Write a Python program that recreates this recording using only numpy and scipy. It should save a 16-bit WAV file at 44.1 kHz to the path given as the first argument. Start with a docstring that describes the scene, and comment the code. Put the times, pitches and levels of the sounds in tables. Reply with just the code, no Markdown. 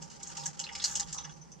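"""Stirring bar tumbling in a glass beaker

A stirring bar tumbles in a glass beaker on a foil-covered stirrer hotplate: it ticks and clinks on the glass
and rattles between the blows, shaking the plate. Blows are decaying sines plus dense noise; the rattle is noise
shaped by many small touches; the plate rings as resonant noise and, when jolted, as decaying sines.
A low wavering hum, a faint steady tone, rumble and room air fill the small lab corner as coloured noise and a sine.
"""
import sys
import numpy as np
from scipy import signal
from scipy.fft import rfft, irfft, next_fast_len
from scipy.io import wavfile
from scipy.ndimage import uniform_filter1d

SR = 44100
rng = np.random.default_rng(int(sys.argv[2]) if len(sys.argv) > 2 else 0)


def file_out(sig):
    """Save sig as 16-bit WAV at sys.argv[1]."""
    # one column per channel
    cols = np.atleast_2d(sig).T
    # limit, then scale
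    lim = np.clip(cols, -1, 1)
    pcm = np.round(lim * 32767).astype(np.int16)
    wavfile.write(sys.argv[1], SR, pcm)


def voltage_ratio(decibels):
    """Convert decibels (scalar or array-like) to amplitude ratios, 20 dB per decade."""
    exponent = np.asarray(decibels, float) / 20
    return 10 ** exponent


N = 70560

# modes of the beaker: pitch_hz [Hz], relative_db [dB], t60_s [s, limited and stretched in each blow]
GLASS_MODES = [(1703,-7,0.2), (2200,-6.5,0.097), (2710,4.5,0.051), (2900,4.5,0.14), (3327,2.5,0.1),
               (3500,4.5,0.067), (3803,-2,0.081), (4233,2.5,0.053), (4560,-45,0.027), (4380,-2,0.091),
               (4910,3.5,0.45), (5213,8,0.21), (5430,3,0.16), (5825,-7,0.2), (6370,-6.5,0.22),
               (6490,-1.5,0.091), (6690,5.5,0.04), (7220,-21,0.11), (7334,-1,0.058), (7670,-2.5,0.083)]
# colour of the dense unresolved modes of glass, foil and plate: pitch_hz [Hz], relative_density_db [dB per Hz]
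CLATTER_COLOUR = [(710, -101), (1300, 1), (1690, -4.5), (2410, -8.5), (3280, -4.5), (3650, -11),
                  (5040, -0.5), (5490, -1), (6580, 1.5), (7650, -3.5), (8700, -17), (15500, -56)]
# plate resonances: pitch_hz [Hz], width_hz [Hz], relative_db [dB]; the steady ring squares their response
PLATE_MODES = [(804, 50, -1.5), (853.4, 41, -6.5), (920.4, 26, -1.5), (1192, 39, -3.5), (549, 93, -8)]
# left-right likeness by pitch: pitch_hz [Hz], correlation [-1 to 1]
STEREO_LIKENESS = [(60, -0.15), (140, -0.28), (640, -0.25), (1400, -0.19), (3100, 0.65), (5000, 0.4),
                   (7000, -0.13), (9000, -0.15), (15000, -0.28)]

LOWER_HZ, UPPER_HZ = 3650, 5500  # borders of the lower, middle and upper glass modes
RISE_S = 0.0025  # time constant of the onset of blows, touches, ticks and clunks
MODE_SPLIT_HZ = 52.6  # scatter of the beat rate in a blow; width of the glass resonances in the rattle
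MODE_SCATTER_DB = 2.5  # how unevenly single modes are struck


def unit(x):
    """Scale to rms 1."""
    return x / np.sqrt(np.mean(x ** 2) + 1e-20)


def along(points, hz):
    """Read (Hz, value) points on a log frequency axis."""
    point_hz, value = np.transpose(points)
    return np.interp(np.log(hz + 1), np.log(point_hz + 1), value)


def level(rows):
    """Gain per sample from (s, dB) rows, gliding in dB."""
    time_s, db = np.transpose(rows)
    return voltage_ratio(np.interp(np.arange(N) / SR, time_s, db))


def colour(points):
    """Response that follows (Hz, dB) points."""
    return lambda hz: voltage_ratio(along(points, hz))


def bands(peaks):
    """Response of (Hz, width Hz, dB) resonances, summed with alternating sign."""
    def response(f):
        total = 0
        for k, (centre, width, db) in enumerate(peaks):
            damping = 1j * f * width
            total = total + (-1) ** k * voltage_ratio(db) * damping / (centre ** 2 - f ** 2 + damping)
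        return total
    return response


def noise(n, response):
    """Two channels of coloured noise, rms 1, as alike as the microphone ports hear that pitch."""
    m = next_fast_len(n)
    hz = np.fft.rfftfreq(m, 1 / SR)
    turn = np.arccos(np.clip(along(STEREO_LIKENESS, hz), -1, 1)) / 2
    spectrum = rfft(rng.standard_normal((2, m))) * response(hz)
    mid, side = irfft(spectrum * [np.cos(turn), np.sin(turn)], m)[:, :n]
    return unit(np.array([mid + side, mid - side]))


def steep_noise(peaks):
    """Resonant noise with the response squared: narrower peaks, steeper skirts, dB differences doubled."""
    return noise(N, lambda hz: bands(peaks)(hz) ** 2)


def hum():
    """Low hum: resonant noise that wavers in level."""
    # course of the hum: time_s [s], level_db [dB]
    hum_level = [(0.03, -49.5), (0.132, -65.5), (0.444, -47.5), (0.734, -63.5), (0.992, -50), (1.564, -57)]
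    # resonances before squaring: pitch_hz [Hz], width_hz [Hz], relative_db [dB]
    hum_band = [(144.6, 14.5, -3), (170.2, 36.7, -4.5), (201.6, 30, -8)]
    return level(hum_level) * steep_noise(hum_band)


def low_tone():
    """A faint steady sine, the same in both channels."""
    tone_hz, tone_db = 63.6, -66.5
    return voltage_ratio(tone_db) * np.sin(2 * np.pi * tone_hz * np.arange(N) / SR)


def rumble():
    """Low rumble: noise limited to the bass."""
    # course of the rumble: time_s [s], level_db [dB]
    rumble_level = [(0.0, -64), (0.61, -64), (0.992, -54), (1.6, -73)]
    # its colour: pitch_hz [Hz], relative_density_db [dB per Hz]
    rumble_colour = [(20, -10), (45, -5), (60, -4.5), (80, -1), (95, -13.5), (110, -48), (200, -120)]
    return level(rumble_level) * noise(N, colour(rumble_colour))


def room_air():
    """Room air: broad noise with most of its strength in the low range."""
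    # course of the air: time_s [s], level_db [dB]
    air_level = [(0.0, -55), (0.966, -55.5), (1.6, -57.5)]
    # its colour: pitch_hz [Hz], relative_density_db [dB per Hz]
    air_colour = [(60, -49), (120, -5.5), (200, -2.5), (268, -8.5), (534, -12.5), (690, -20.5),
                  (800, -10.5), (1150, -18.5), (3750, -32.5), (6020, -21), (15500, -58.5)]
    return level(air_level) * noise(N, colour(air_colour))


def plate_ring():
    """The shaken plate rings in its low resonances, as narrow-band noise that swells and falls."""
    # course of the ring: time_s [s], level_db [dB]
    shake = [(0.0, -60), (0.106, -64.5), (0.48, -48.5), (0.516, -62), (1.03, -50.5), (1.1, -64.5),
             (1.2, -54), (1.6, -79)]
    return level(shake) * steep_noise(PLATE_MODES)


def jolts():
    """Each jolt sets the plate's low modes ringing as decaying sines."""
    # jolts of the plate: start_s [s], level_db [dB, before the mode's own level]
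    jolt_rows = [(0.017, -52.5), (0.059, -57), (0.293, -51.5), (0.377, -46.5), (0.405, -68), (0.455, -50),
                 (0.598, -46.5), (0.67, -52), (0.71, -50.5), (0.762, -49), (0.825, -49), (0.895, -56),
                 (0.959, -44.5), (1.01, -52.5), (1.049, -66)]
    top_hz = 1000  # a jolt wakes only the plate modes under this
    rise_s, t60_s = 0.0018, 0.19
    out = np.zeros((2, N + SR))
    t = np.arange(SR // 4) / SR
    woken = [mode for mode in PLATE_MODES if mode[0] < top_hz]
    hz, _, mode_db = (column[:, None] for column in np.transpose(woken))
    turn = np.arccos(np.clip(along(STEREO_LIKENESS, hz), -1, 1)) / 2
    for start_s, db in jolt_rows:
        scatter, phase = rng.standard_normal((2, len(hz), 1))
        fade = voltage_ratio(db + mode_db + MODE_SCATTER_DB * scatter - 60 * t / t60_s)
        fade = fade * (1 - np.exp(-t / rise_s))
        wave = 2 * np.pi * hz * t + 9 * phase
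        ring = [(fade * np.sin(wave + side * turn)).sum(0) for side in (1, -1)]
        out[:, round(start_s * SR):][:, :len(t)] += ring
    return out[:, :N]


def hit(start_s, db, t60_s):
    """Gain of one light hit: quick rise, then an exponential fall."""
    since = (np.arange(N) / SR - start_s).clip(0)
    return voltage_ratio(db - 60 * since / t60_s) * (1 - np.exp(-since / RISE_S))


def clunks():
    """Dull clunks wake a broad low ring of resonant noise."""
    # clunks: start_s [s], level_db [dB]
    clunk_rows = [(1.143, -45.5), (1.161, -46.5), (1.186, -50.5), (1.206, -53), (1.253, -49.5),
                  (1.293, -56)]
    # resonances before squaring: pitch_hz [Hz], width_hz [Hz], relative_db [dB]
    clunk_band = [(814, 125, 0), (1195, 250, 0.0052)]
    t60_s = 0.13
    return sum(hit(start_s, db, t60_s) for start_s, db in clunk_rows) * steep_noise(clunk_band)


def tinks():
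    """Late light ticks wake only a thin ring of resonant noise near 6 kHz."""
    # ticks: start_s [s], level_db [dB], t60_s [s]
    tink_rows = [(1.167,-49,0.18), (1.18,-30,0.062), (1.198,-50,0.14), (1.234,-43,0.08), (1.249,-34,0.031),
                 (1.293,-52.5,0.19), (1.327,-57.5,0.23), (1.412,-50,0.15), (1.516,-47,0.13)]
    # resonances before squaring: pitch_hz [Hz], width_hz [Hz], relative_db [dB]
    tink_band = [(6150, 380, 0), (5800, 500, -3)]
    return sum(hit(*row) for row in tink_rows) * steep_noise(tink_band)


def sizzle():
    """Treble hiss that surges briefly."""
    # course of the hiss: time_s [s], level_db [dB]
    sizzle_level = [(0.0, -103), (0.48, -62.5), (0.508, -111), (0.828, -97), (0.846, -51), (1.278, -103),
                    (1.6, -86)]
    # its colour: pitch_hz [Hz], relative_density_db [dB per Hz]
    sizzle_colour = [(5000, -20), (8500, -11), (11000, -15.5), (13600, -19), (15800, -32)]
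    return level(sizzle_level) * noise(N, colour(sizzle_colour))


def rattle():
    """Many small uneven touches between the blows shape noise in the clatter and the higher glass modes."""
    # course of the rattle: time_s [s], level_db [dB, of the clatter; the glass ring adds to it]
    rattle_level = [(0.0, -60.5), (0.382, -50), (0.69, -63), (0.824, -46.5), (1.04, -48.5), (1.15, -55),
                    (1.38, -63), (1.6, -86)]
    touches_per_s, scatter_db, t60_s = 220, 15, 0.045
    ring_db = -11  # glass ring against clatter
    place, strength = rng.random((int(touches_per_s * N / SR), 2)).T
    kicks = np.bincount((place * N).astype(int), voltage_ratio(scatter_db * strength), N)
    t = np.arange(SR // 5) / SR
    power_fade = voltage_ratio(-120 * t / t60_s) * (1 - np.exp(-t / RISE_S))
    # the touches add up in power; the root gives the gain
    power = signal.fftconvolve(kicks, power_fade)[:N]
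    shape = unit(np.sqrt(np.abs(power)))
    peaks = [(hz, MODE_SPLIT_HZ, db) for hz, db, _ in GLASS_MODES if hz > LOWER_HZ]
    body = noise(N, colour(CLATTER_COLOUR)) + voltage_ratio(ring_db) * noise(N, bands(peaks))
    return shape * level(rattle_level) * body


def mode_group(hz):
    """0 for the lower modes, 1 for the middle, 2 for the upper."""
    return (hz > LOWER_HZ) * 1 + (hz > UPPER_HZ)


def woken(hz, favoured_hz):
    """How strongly a blow wakes each pitch: most near the one it favours."""
    width_octaves, lower_skirt_db, favoured_db = 0.16, -12, 10.5
    near = np.exp(-(np.log2(hz / favoured_hz + 1e-9) / width_octaves) ** 2)
    return np.where(mode_group(hz) == 0, near + voltage_ratio(lower_skirt_db), 1 + voltage_ratio(favoured_db) * near)


def clink(group_db, favoured_hz, stretch):
    """One blow: beating glass modes plus dense clatter, in three groups of modes, each with its level."""
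    shortest_t60_s, longest_t60_s = 0.03, 0.115  # limits before the stretch
    clatter_db, clatter_t60_s = 4, 0.12  # the time is before the stretch
    beat_depth = 0.5
    mode_spread = 0.44  # share of the left-right phase angle that a mode takes
    crackle_db, crackle_s = 2.5, 0.002  # fine contacts inside a blow: unevenness, smoothing length
    t = np.arange(SR // 5) / SR
    hz, db, t60 = (column[:, None] for column in np.transpose(GLASS_MODES))
    lean, scatter, beat_rate, beat_phase, phase = rng.standard_normal((5, len(hz), 1))

    size = voltage_ratio(db) * woken(hz, favoured_hz)
    ring_t60 = np.clip(t60, shortest_t60_s, longest_t60_s) * stretch
    fade = size * voltage_ratio(MODE_SCATTER_DB * scatter - 60 * t / ring_t60)
    beat = 1 + beat_depth * np.cos(2 * np.pi * MODE_SPLIT_HZ * beat_rate * t + beat_phase)
    turn = mode_spread * np.arccos(np.clip(along(STEREO_LIKENESS, hz), -1, 1)) * np.sign(lean)
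    wave = 2 * np.pi * hz * t + 9 * phase
    rings = [fade * beat * np.sin(wave + side * turn / 2) for side in (1, -1)]

    contacts = uniform_filter1d(rng.standard_normal(len(t)), size=round(crackle_s * SR))
    crackle = unit(voltage_ratio(crackle_db * unit(contacts)))
    clatter_fade = crackle * voltage_ratio(clatter_db - 60 * t / (clatter_t60_s * stretch))

    out = np.zeros((2, len(t)))
    for k, gain_db in enumerate(group_db):
        def clatter_response(f):
            in_group = uniform_filter1d(1.0 * (mode_group(f) == k), size=101)  # soft borders
            return voltage_ratio(along(CLATTER_COLOUR, f)) * woken(f, favoured_hz) * in_group

        member = mode_group(hz) == k
        ring = np.array([channel[member[:, 0]].sum(0) for channel in rings])
        ring = 2 * ring / np.linalg.norm(size[member])
        out += voltage_ratio(gain_db) / 3 * (ring + noise(len(t), clatter_response) * clatter_fade)
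    return out * (1 - np.exp(-t / RISE_S))


def blows():
    """The clear ticks and clinks of the bar on the glass, each with its own pitch, balance and ring length."""
    # blows: start_s [s], upper_db [dB, relative], middle_over_upper_db [dB], lower_over_upper_db [dB],
    # favoured_hz [Hz], ring_stretch [factor, limited below]
    blow_rows = [(0.0185,-37.5,-8.5,-13.5,4780,1.23), (0.0987,-49,-3,-11,2830,3.4),
                 (0.2111,-60,-13,16,2130,0.32), (0.228,-31,-13,-22,3300,0.76),
                 (0.271,-35.5,-16,-31,2900,1.25), (0.297,-38.5,-19,-8,1660,0.58),
                 (0.368,-32,-6,-8.5,2740,0.84), (0.39,-41.5,0,-9.5,2550,2.2),
                 (0.4343,-36.5,-4,-9,3300,0.82), (0.4569,-23,-18,-17.5,1840,0.92),
                 (0.5918,-28,-9,-8.5,2950,1.23), (0.6376,-39.5,9,-0.5,3980,0.73),
                 (0.6629,-51,1,10,2730,1.63), (0.688,-53,2,16.5,2040,0.92), (0.723,-43,0.5,-7,5040,1.34),
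                 (0.7503,-32.5,0,-1.5,2280,0.89), (.7765,-41,-16,-11.5,2900,1.2),
                 (0.7964,-55.5,17.5,16,3640,1.4), (.8181,-37,1,-7.5,1900,2),
                 (0.8394,-18.5,-1.5,-16.5,4510,0.83), (0.8497,-25.5,-3.5,-18,4380,0.92),
                 (0.8667,-34.5,-9,-10.5,1590,5.9), (0.9095,-32,-22,-22.5,3480,1.6),
                 (0.9524,-20,-10,-13.5,3110,0.94), (0.9962,-22,-6,-16,1790,0.83),
                 (1.0294,-40,-11,-4.5,3500,0.83), (1.0813,-46.5,-2,-8,3020,1.6),
                 (1.1256,-28.5,-10,-20.5,1770,1.46), (1.1795,-44.5,-1,2.5,3750,1.65),
                 (1.2435,-51.5,3.5,10,1815,1.2), (1.2923,-53.5,-4,10,1510,0.76),
                 (1.517,-47.5,-4.5,-16,5260,1), (1.587,-72,-6,19,2640,0.34)]
    out = np.zeros((2, N + SR))
    for start_s, db, middle_db, lower_db, favoured_hz, stretch in blow_rows:
        group_db = [db + lower_db, db + middle_db, db]
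        sound = clink(group_db, favoured_hz, np.clip(stretch, 0.3, 3))
        out[:, round(start_s * SR):][:, :sound.shape[1]] += sound
    return out[:, :N]


def scene():
    """All sources together."""
    lab = hum() + low_tone() + rumble() + room_air()
    plate = plate_ring() + jolts() + clunks() + tinks()
    return lab + plate + sizzle() + rattle() + blows()


def low_pass(x):
    """Removes everything above the highest recorded frequency."""
    return signal.sosfilt(signal.butter(12, 15900, fs=SR, output="sos"), x)


def record(dry):
    """The two microphone ports lose the deepest bass and the extreme treble and differ in level by pitch."""
    # balance of the ports: pitch_hz [Hz], left_over_right_db [dB]
    left_over_right = [(50, -9), (150, -4.5), (300, 0.8), (800, -6), (1500, 1), (5000, -2.5), (9000, 2)]
    low_hz, top_hz = 37, 15750  # -6 dB point of the bass loss, sharp upper end
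    m = next_fast_len(N + 8192)
    hz = np.fft.rfftfreq(m, 1 / SR)
    half_db = along(left_over_right, hz) / 2
    response = hz ** 2 / (hz ** 2 + low_hz ** 2) * (hz < top_hz) * voltage_ratio([half_db, -half_db])
    mix = irfft(rfft(dry, m) * response, m)[:, :N]
    return low_pass(mix)


dry = scene()
out = record(dry)
file_out(out)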